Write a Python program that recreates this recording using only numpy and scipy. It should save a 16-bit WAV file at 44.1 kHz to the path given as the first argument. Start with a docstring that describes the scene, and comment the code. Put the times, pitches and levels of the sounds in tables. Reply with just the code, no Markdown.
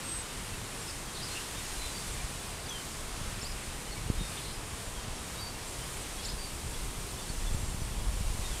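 """Breezy open park

One small bare microphone lies near the ground. Far leaves and the town hiss steadily as shaped noise;
near leaves rustle louder and brighter in a gust, and now and then one flicks against another.
Eddies rumble on the capsule as low noise and thump as single pressure dips.
Small birds whistle, peep and chatter faintly from trees around: gliding sines with a short scattered tail."""
import sys
import numpy as np
from scipy import signal
from scipy.fft import rfft, irfft, next_fast_len
from scipy.io import wavfile
from scipy.ndimage import uniform_filter1d

SR = 44100
rng = np.random.default_rng(int(sys.argv[2]) if len(sys.argv) > 2 else 0)


def unload_wav(signal):
    """Save mono or channel-first audio to the path in sys.argv[1] as 16-bit WAV at rate SR, clipped to [-1, 1]."""
    wavfile.write(
        sys.argv[1],
        SR,
        np.round(np.clip(np.atleast_2d(signal).T, -1, 1) * 32767).astype(np.int16),
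    )


N = 379260  # samples


def undb(db):
    """Decibels to gain."""
    return 10 ** (np.asarray(db) / 20)


def level(x, db):
    """Scale to an rms level in dB."""
    return x * undb(db) / np.sqrt(np.mean(x ** 2))


def curves(table):
    """The value columns of a table whose first column is time_s, interpolated at every sample."""
    time_s, *columns = np.transpose(table)
    return [np.interp(np.arange(N) / SR, time_s, column) for column in columns]


def walk(rate_hz):
    """Random levels held 1 / rate_hz seconds, then smoothed twice; spread near 1."""
    hold = int(SR / rate_hz)
    steps = np.repeat(rng.standard_normal(N // hold + 1), hold)
    smooth = uniform_filter1d(uniform_filter1d(steps, hold), hold)
    return 1.38 * smooth[:N]


def band(x, low_hz, high_hz):
    """Steep band-pass."""
    return signal.sosfilt(signal.butter(3, [low_hz, high_hz], "band", fs=SR, output="sos"), x)


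def coloured(x, colour):
    """Spectrum of x weighted by (pitch_hz, level_db) points, and its frequency axis."""
    size = next_fast_len(N)
    hz = np.maximum(np.arange(size // 2 + 1) * SR / size, 1)
    point_hz, point_db = np.transpose(colour)
    weight = undb(np.interp(np.log(hz), np.log(point_hz), point_db))
    return rfft(x, size) * weight, hz


def shimmer(spectrum, hz, centres_hz, gain_db):
    """Split into overlapping bands half an octave apart, each with its own moving gain."""
    out = 0
    for centre_hz in centres_hz:
        octaves = np.clip(np.log2(hz / centre_hz), -.5, .5)
        share = np.cos(np.pi * octaves) ** 2
        out = out + undb(gain_db(centre_hz)) * irfft(spectrum * share)[:N]
    return out


# Leaves through the take, rising in gusts: time_s, level_db (hiss above 9200 Hz, before tilt and flicker),
# tilt_db_per_octave (about 11 kHz)
LEAF_HISS = [(0.0, -53.5, -1), (1.87, -49, 0), (2.92, -52, -0.5), (5.1, -52.5, -0.5), (6.23, -51, 0.5),
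             (8.6, -50.5, 0.5)]
# Spectrum of the leaf hiss: pitch_hz, level_db (per Hz, relative)
LEAF_SPECTRUM = [(710, -20), (1200, -1), (1600, -1.5), (4800, -3.5), (6300, -4.5), (8980, -1),
                 (12000, -11.5), (14500, -17.5), (15500, -26)]


def leaves():
    """Countless leaf contacts merge into hiss; a gust makes it louder and brighter; bands flicker a little."""
    hiss_db, tilt_db = curves(LEAF_HISS)
    contacts = rng.standard_normal(N) * undb(rng.exponential(size=N))
    spectrum, hz = coloured(contacts, LEAF_SPECTRUM)
    spectrum = spectrum / np.std(irfft(spectrum * (hz > 9200)))
    boughs = walk(7)  # swings every band together

    def band_db(centre_hz):
        """Tilt about 11 kHz, plus the shared swing and a flicker of the band's own."""
        return tilt_db * np.log2(centre_hz / 11000) + 0.6 * boughs + .5 * walk(9)

    centres_hz = 600 * 2 ** np.arange(0, 5.6, .5)
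    return undb(hiss_db) * shimmer(spectrum, hz, centres_hz, band_db)


# Spectrum of the distant town and far trees: pitch_hz, level_db (per Hz, relative)
TOWN_SPECTRUM = [(53, -8), (90, -14), (129, 0.5), (270, -5), (458, -4.5), (526, -7.5), (756, -7.5),
                 (1060, -7.5), (1600, -22.5), (2500, -18), (3250, -24), (5500, -120)]
TOWN_DB = -46  # rms at the capsule


def town():
    """Distant traffic and far trees: smooth low noise whose bands drift slowly."""
    spectrum, hz = coloured(rng.standard_normal(N), TOWN_SPECTRUM)
    centres_hz = 30 * 2 ** np.arange(0, 7.1, .5)
    drifting = shimmer(spectrum, hz, centres_hz, lambda centre_hz: 0.24 * walk(1.6))
    return level(drifting, TOWN_DB)


# Wind at the bare capsule: time_s, level_db (deep rumble, before puffs)
WIND_LEVEL = [(0, -48.5), (1.2, -47), (2.2, -40.5), (2.55, -46.5), (3.05, -41), (3.25, -39), (3.85, -43),
              (4.2, -37), (4.5, -45.5), (4.9, -43), (5.5, -47), (6.25, -41.5), (6.55, -41), (6.9, -37.5),
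              (7.4, -38.5), (7.48, -33), (7.95, -34), (8.06, -26.5), (8.35, -29.5), (8.6, -37)]
PUFF_DB, PUFF_PER_S = 2.5, 9  # quick random swings of the deep rumble
CALM_DB, UPPER_CALM_DB = -42.5, -48.5  # wind level that counts as calm; upper rumble up to there
UPPER_FOLLOWS = 0.56  # dB of upper rumble per dB of wind above calm


def rumble():
    """Turbulence past the capsule: big slow eddies below, lumpy smaller ones above."""
    wind_db, = curves(WIND_LEVEL)
    deep_db = wind_db + PUFF_DB * walk(PUFF_PER_S)
    upper_db = UPPER_CALM_DB + UPPER_FOLLOWS * np.maximum(wind_db - CALM_DB, 0)
    deep = band(rng.standard_normal(N), 16.5, 55.2)
    deep = deep + undb(0.5) * band(rng.standard_normal(N), 11.8, 32.2)
    lumps = rng.standard_normal(N) * undb(2.46 * walk(28))
    upper = band(lumps, 51.0, 117.4) + undb(-8) * band(lumps, 123.7, 202.5)
    return undb(deep_db) * level(deep, 0) + undb(upper_db) * level(upper, 0)


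# Clear whistles: start_s, length_s, first_hz, middle_hz, last_hz, level_db, crest (loudest at 0-1 of length)
CLEAR_WHISTLES = [(0.03, 0.21, 8450, 8250, 8030, -40, 0.57), (1.302, 0.064, 4250, 4230, 4370, -50, .35),
                  (1.548, 0.084, 3630, 3700, 3770, -51, 0.3), (1.59, 0.23, 6750, 6660, 6640, -57, .6),
                  (1.745, 0.17, 4060, 4030, 3980, -47.5, 0.67), (1.818, 0.096, 3650, 3620, 3560, -52, .5),
                  (1.915, 0.11, 4700, 4660, 4520, -49, 0.6), (2.685, 0.15, 3520, 3130, 3100, -45, .25),
                  (2.693, .0075, 6200, 6080, 6000, -37.5, .55), (3.513, .013, 6400, 5400, 4650, -45, .6),
                  (4.181, 0.11, 3710, 3700, 3620, -48, .37), (4.94, 0.087, 3390, 3200, 3140, -54, 0.4),
                  (5.364, 0.05, 3640, 3830, 3880, -49, 0.5), (5.384, 0.13, 4680, 4600, 4660, -44.5, .55),
                  (6.38, 0.12, 4670, 4650, 4400, -46.5, .45), (7.55, 0.22, 7560, 7530, 7400, -54, .3),
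                  (8.438, 0.059, 3700, 3690, 3650, -46.5, .3), (8.492, 0.11, 3800, 3250, 3020, -52, .5)]
WHISTLE_WARBLE_HZ = 22.2  # spread of random pitch wander, whistles and peeps
# Short peeps: start_s, pitch_hz, level_db
SHORT_PEEPS = [(0.525, 2650, -51), (0.801, 7540, -48), (1.078, 3250, -49), (1.196, 3250, -50),
               (2.119, 7520, -49), (2.19, 2360, -49), (3.91, 4360, -48), (3.964, 2260, -49),
               (4.535, 5020, -50), (5.669, 7490, -48), (5.814, 3090, -49), (5.993, 8040, -50),
               (6.174, 3320, -48.5), (6.737, 3400, -50), (7.18, 3550, -48.5), (7.213, 4580, -53),
               (7.285, 4470, -47), (7.46, 3490, -49), (7.523, 7540, -50), (7.799, 5950, -52)]
PEEP_S, PEEP_FALL = 0.034, .008  # length; share of pitch lost from start to middle and again to the end
FAR_PEEPS, FAR_PEEP_DB, FAR_PEEP_HZ = 24, -55, (2460, 7700)  # count, level, pitch range; random times
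# Hoarse chatter: start_s, length_s, first_hz, last_hz, level_db, warble_hz (spread of pitch wander)
HOARSE_CHATTER = [(0.871, 0.045, 5500, 4650, -45, 330), (1.121, 0.1, 3780, 4180, -46.5, 290),
                  (1.21, 0.05, 4700, 5100, -44, 220), (1.259, 0.031, 4850, 4400, -46, 220),
                  (1.343, 0.048, 2700, 2740, -43, 150), (2.657, 0.016, 5300, 4200, -47, 150),
                  (4.367, 0.04, 3450, 3150, -45, 170), (4.399, 0.14, 3900, 4150, -50, 250),
                  (6.197, 0.15, 4250, 4000, -47, 560)]
# One bird's flourish, note by note: delay_s, length_s, first_hz, middle_hz, last_hz,
# level_db (relative to the flourish)
FLOURISH_NOTES = [(0, 0.017, 5150, 5430, 5250, -3.5), (.01, 0.0124, 5300, 4550, 3900, -8),
                  (0.011, .03, 8900, 6980, 9600, -1), (.032, 0.039, 3940, 4790, 5200, -2.5),
                  (0.066, .045, 5150, 5100, 5050, -10)]
# When that flourish is sung: start_s, level_db
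FLOURISH_STARTS = [(3.41, -40.5), (6.239, -40.5)]
FLOURISH_WARBLE_HZ = 90  # spread of random pitch wander


def notes():
    """Every bird note: the whistle columns, then warble_hz."""
    when, pitch = rng.random((FAR_PEEPS, 2)).T
    far_s = when * (N / SR - .1)
    far_hz = undb(np.interp(pitch, (0, 1), 20 * np.log10(FAR_PEEP_HZ)))  # even in octaves
    far = list(zip(far_s, far_hz, [FAR_PEEP_DB] * FAR_PEEPS))
    peeps = [(s, PEEP_S, hz * (1 + PEEP_FALL), hz, hz * (1 - PEEP_FALL), db, .5)
             for s, hz, db in SHORT_PEEPS + far]
    clear = [row + (WHISTLE_WARBLE_HZ,) for row in CLEAR_WHISTLES + peeps]
    hoarse = [(s, length_s, first, (first + last) / 2, last, db, .5, warble_hz)
              for s, length_s, first, last, db, warble_hz in HOARSE_CHATTER]
    flourishes = [(s + delay_s, *shape, db + note_db, .5, FLOURISH_WARBLE_HZ)
                  for s, db in FLOURISH_STARTS
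                  for delay_s, *shape, note_db in FLOURISH_NOTES]
    return clear + hoarse + flourishes


TREES_DB, TREES_T60_S = -9, .3  # scattered sound: level against the direct sound, time to fall 60 dB


def birds():
    """Near-sine notes on bent glides, some hoarse; moving air makes them flutter, trunks and leaves smear them."""
    direct = np.zeros(N + SR)
    rasp, flutter = walk(700), undb(2.0 * walk(110))
    for s, length_s, first, middle, last, db, crest, warble_hz in notes():
        start = int(s * SR)
        span = slice(start, min(start + int(length_s * SR), N))
        u = np.linspace(0, 1, span.stop - start)
        glide_hz = np.polyval(np.polyfit([0, .5, 1], [first, middle, last], 2), u)
        phase = 2 * np.pi * np.cumsum(glide_hz + warble_hz * rasp[span]) / SR
        rise = u ** (np.log(.5) / np.log(np.clip(crest, .1, .9)))  # 0.5 at the crest
        swell = np.sin(np.pi * rise) ** 0.56 * level(flutter[span], db)
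        direct[span] += np.sqrt(2) * swell * np.sin(phase)
    t = np.arange(int(.4 * SR)) / SR
    scatter = rng.standard_normal(len(t)) * undb(-60 * t / TREES_T60_S) * (t > .006)
    smeared = signal.fftconvolve(direct, scatter / np.linalg.norm(scatter))
    return direct[:N] + undb(TREES_DB) * smeared[:N]


# Single eddies that suck at the capsule: time_s (deepest), level_db (peak), width_ms (twice onset to deepest)
MARKED_EDDIES = [(2.245, -28, 8.2), (3.217, -26, 7.2), (3.279, -25, 9.4), (3.431, -30, 3.6),
                 (4.102, -14, 3), (4.21, -24.5, 3.7), (4.216, -25.5, 3.6), (4.876, -29.5, 6.7),
                 (5.084, -25, 4.5), (6.337, -28, 4.2), (7.303, -24, 5.1), (7.515, -26.5, 4.8),
                 (7.548, -21, 4.3), (7.635, -20, 8.3), (7.748, -23, 5.4), (7.82, -20, 5.7),
                 (8.088, -20.5, 12), (8.212, -21, 6.3), (8.351, -26.5, 4.4), (8.396, -25, 7.7)]
SMALL_EDDIES, SMALL_EDDY_MS = 30, (5.7, 4.4)  # count; limits of the random widths
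SMALL_EDDY_DB, SMALL_EDDY_FOLLOWS = -35, 0.59  # peak at the calm wind level, dB per dB of wind


def eddies():
    """The marked eddies, and small ones at random that grow with the wind."""
    when, wide = rng.random((SMALL_EDDIES, 2)).T
    s = .05 + when * (N / SR - .1)
    wind_db = np.interp(s, *np.transpose(WIND_LEVEL))
    db = SMALL_EDDY_DB + SMALL_EDDY_FOLLOWS * (wind_db - CALM_DB)
    return MARKED_EDDIES + list(zip(s, db, np.interp(wide, (0, 1), SMALL_EDDY_MS)))


def buffets():
    """Each eddy is a sudden drop of pressure, then a broad weak rebound as the air refills."""
    out = np.zeros(N + SR)
    for s, db, width_ms in eddies():
        u = np.arange(int(.06 * SR)) / SR / (width_ms / 1000)  # time in widths
        start = int((s - width_ms / 2000) * SR)
        drop = (2 * u) ** 3 * np.exp(3 - 6 * u)  # 1 at half a width
        rebound = .2 * np.exp(-((u - 2.3) / 1.2) ** 2) * np.minimum(u, 1)
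        out[start:start + len(u)] += undb(db) * (rebound - drop)
    return out[:N]


# A near leaf flicks against another: time_s (middle), level_db (6 dB above the rms at the middle),
# centre_hz, length_ms (between the 1/e points)
LEAF_FLICKS = [(1.862, -34, 8400, 5), (2.08, -39, 8300, 30), (5.412, -38, 9300, 5.5)]


def flicks():
    """Short soft puffs of papery noise: band-passed noise under a bell-shaped swell."""
    out, t = 0, np.arange(N) / SR
    for s, db, centre_hz, length_ms in LEAF_FLICKS:
        paper = level(band(rng.standard_normal(N), 0.87 * centre_hz, 1.37 * centre_hz), db)
        swell = np.exp(-((t - s) * 2000 / length_ms) ** 2)
        out = out + paper * swell / 2
    return out


def scene():
    """One capsule feeds both channels."""
    mono = leaves() + town() + rumble() + birds() + buffets() + flicks()
    return np.array([mono, mono])


CAPSULE_HZ, TOP_HZ = 25.5, 15620  # low corner of the capsule, top of the recorder


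def record(dry):
    """The capsule vents the slowest pressure changes; the recorder cuts the top."""
    vented = signal.sosfilt(signal.butter(1, CAPSULE_HZ, "high", fs=SR, output="sos"), dry)
    return signal.sosfilt(signal.ellip(12, .2, 80, TOP_HZ, fs=SR, output="sos"), vented)


dry = scene()
out = record(dry)
unload_wav(out)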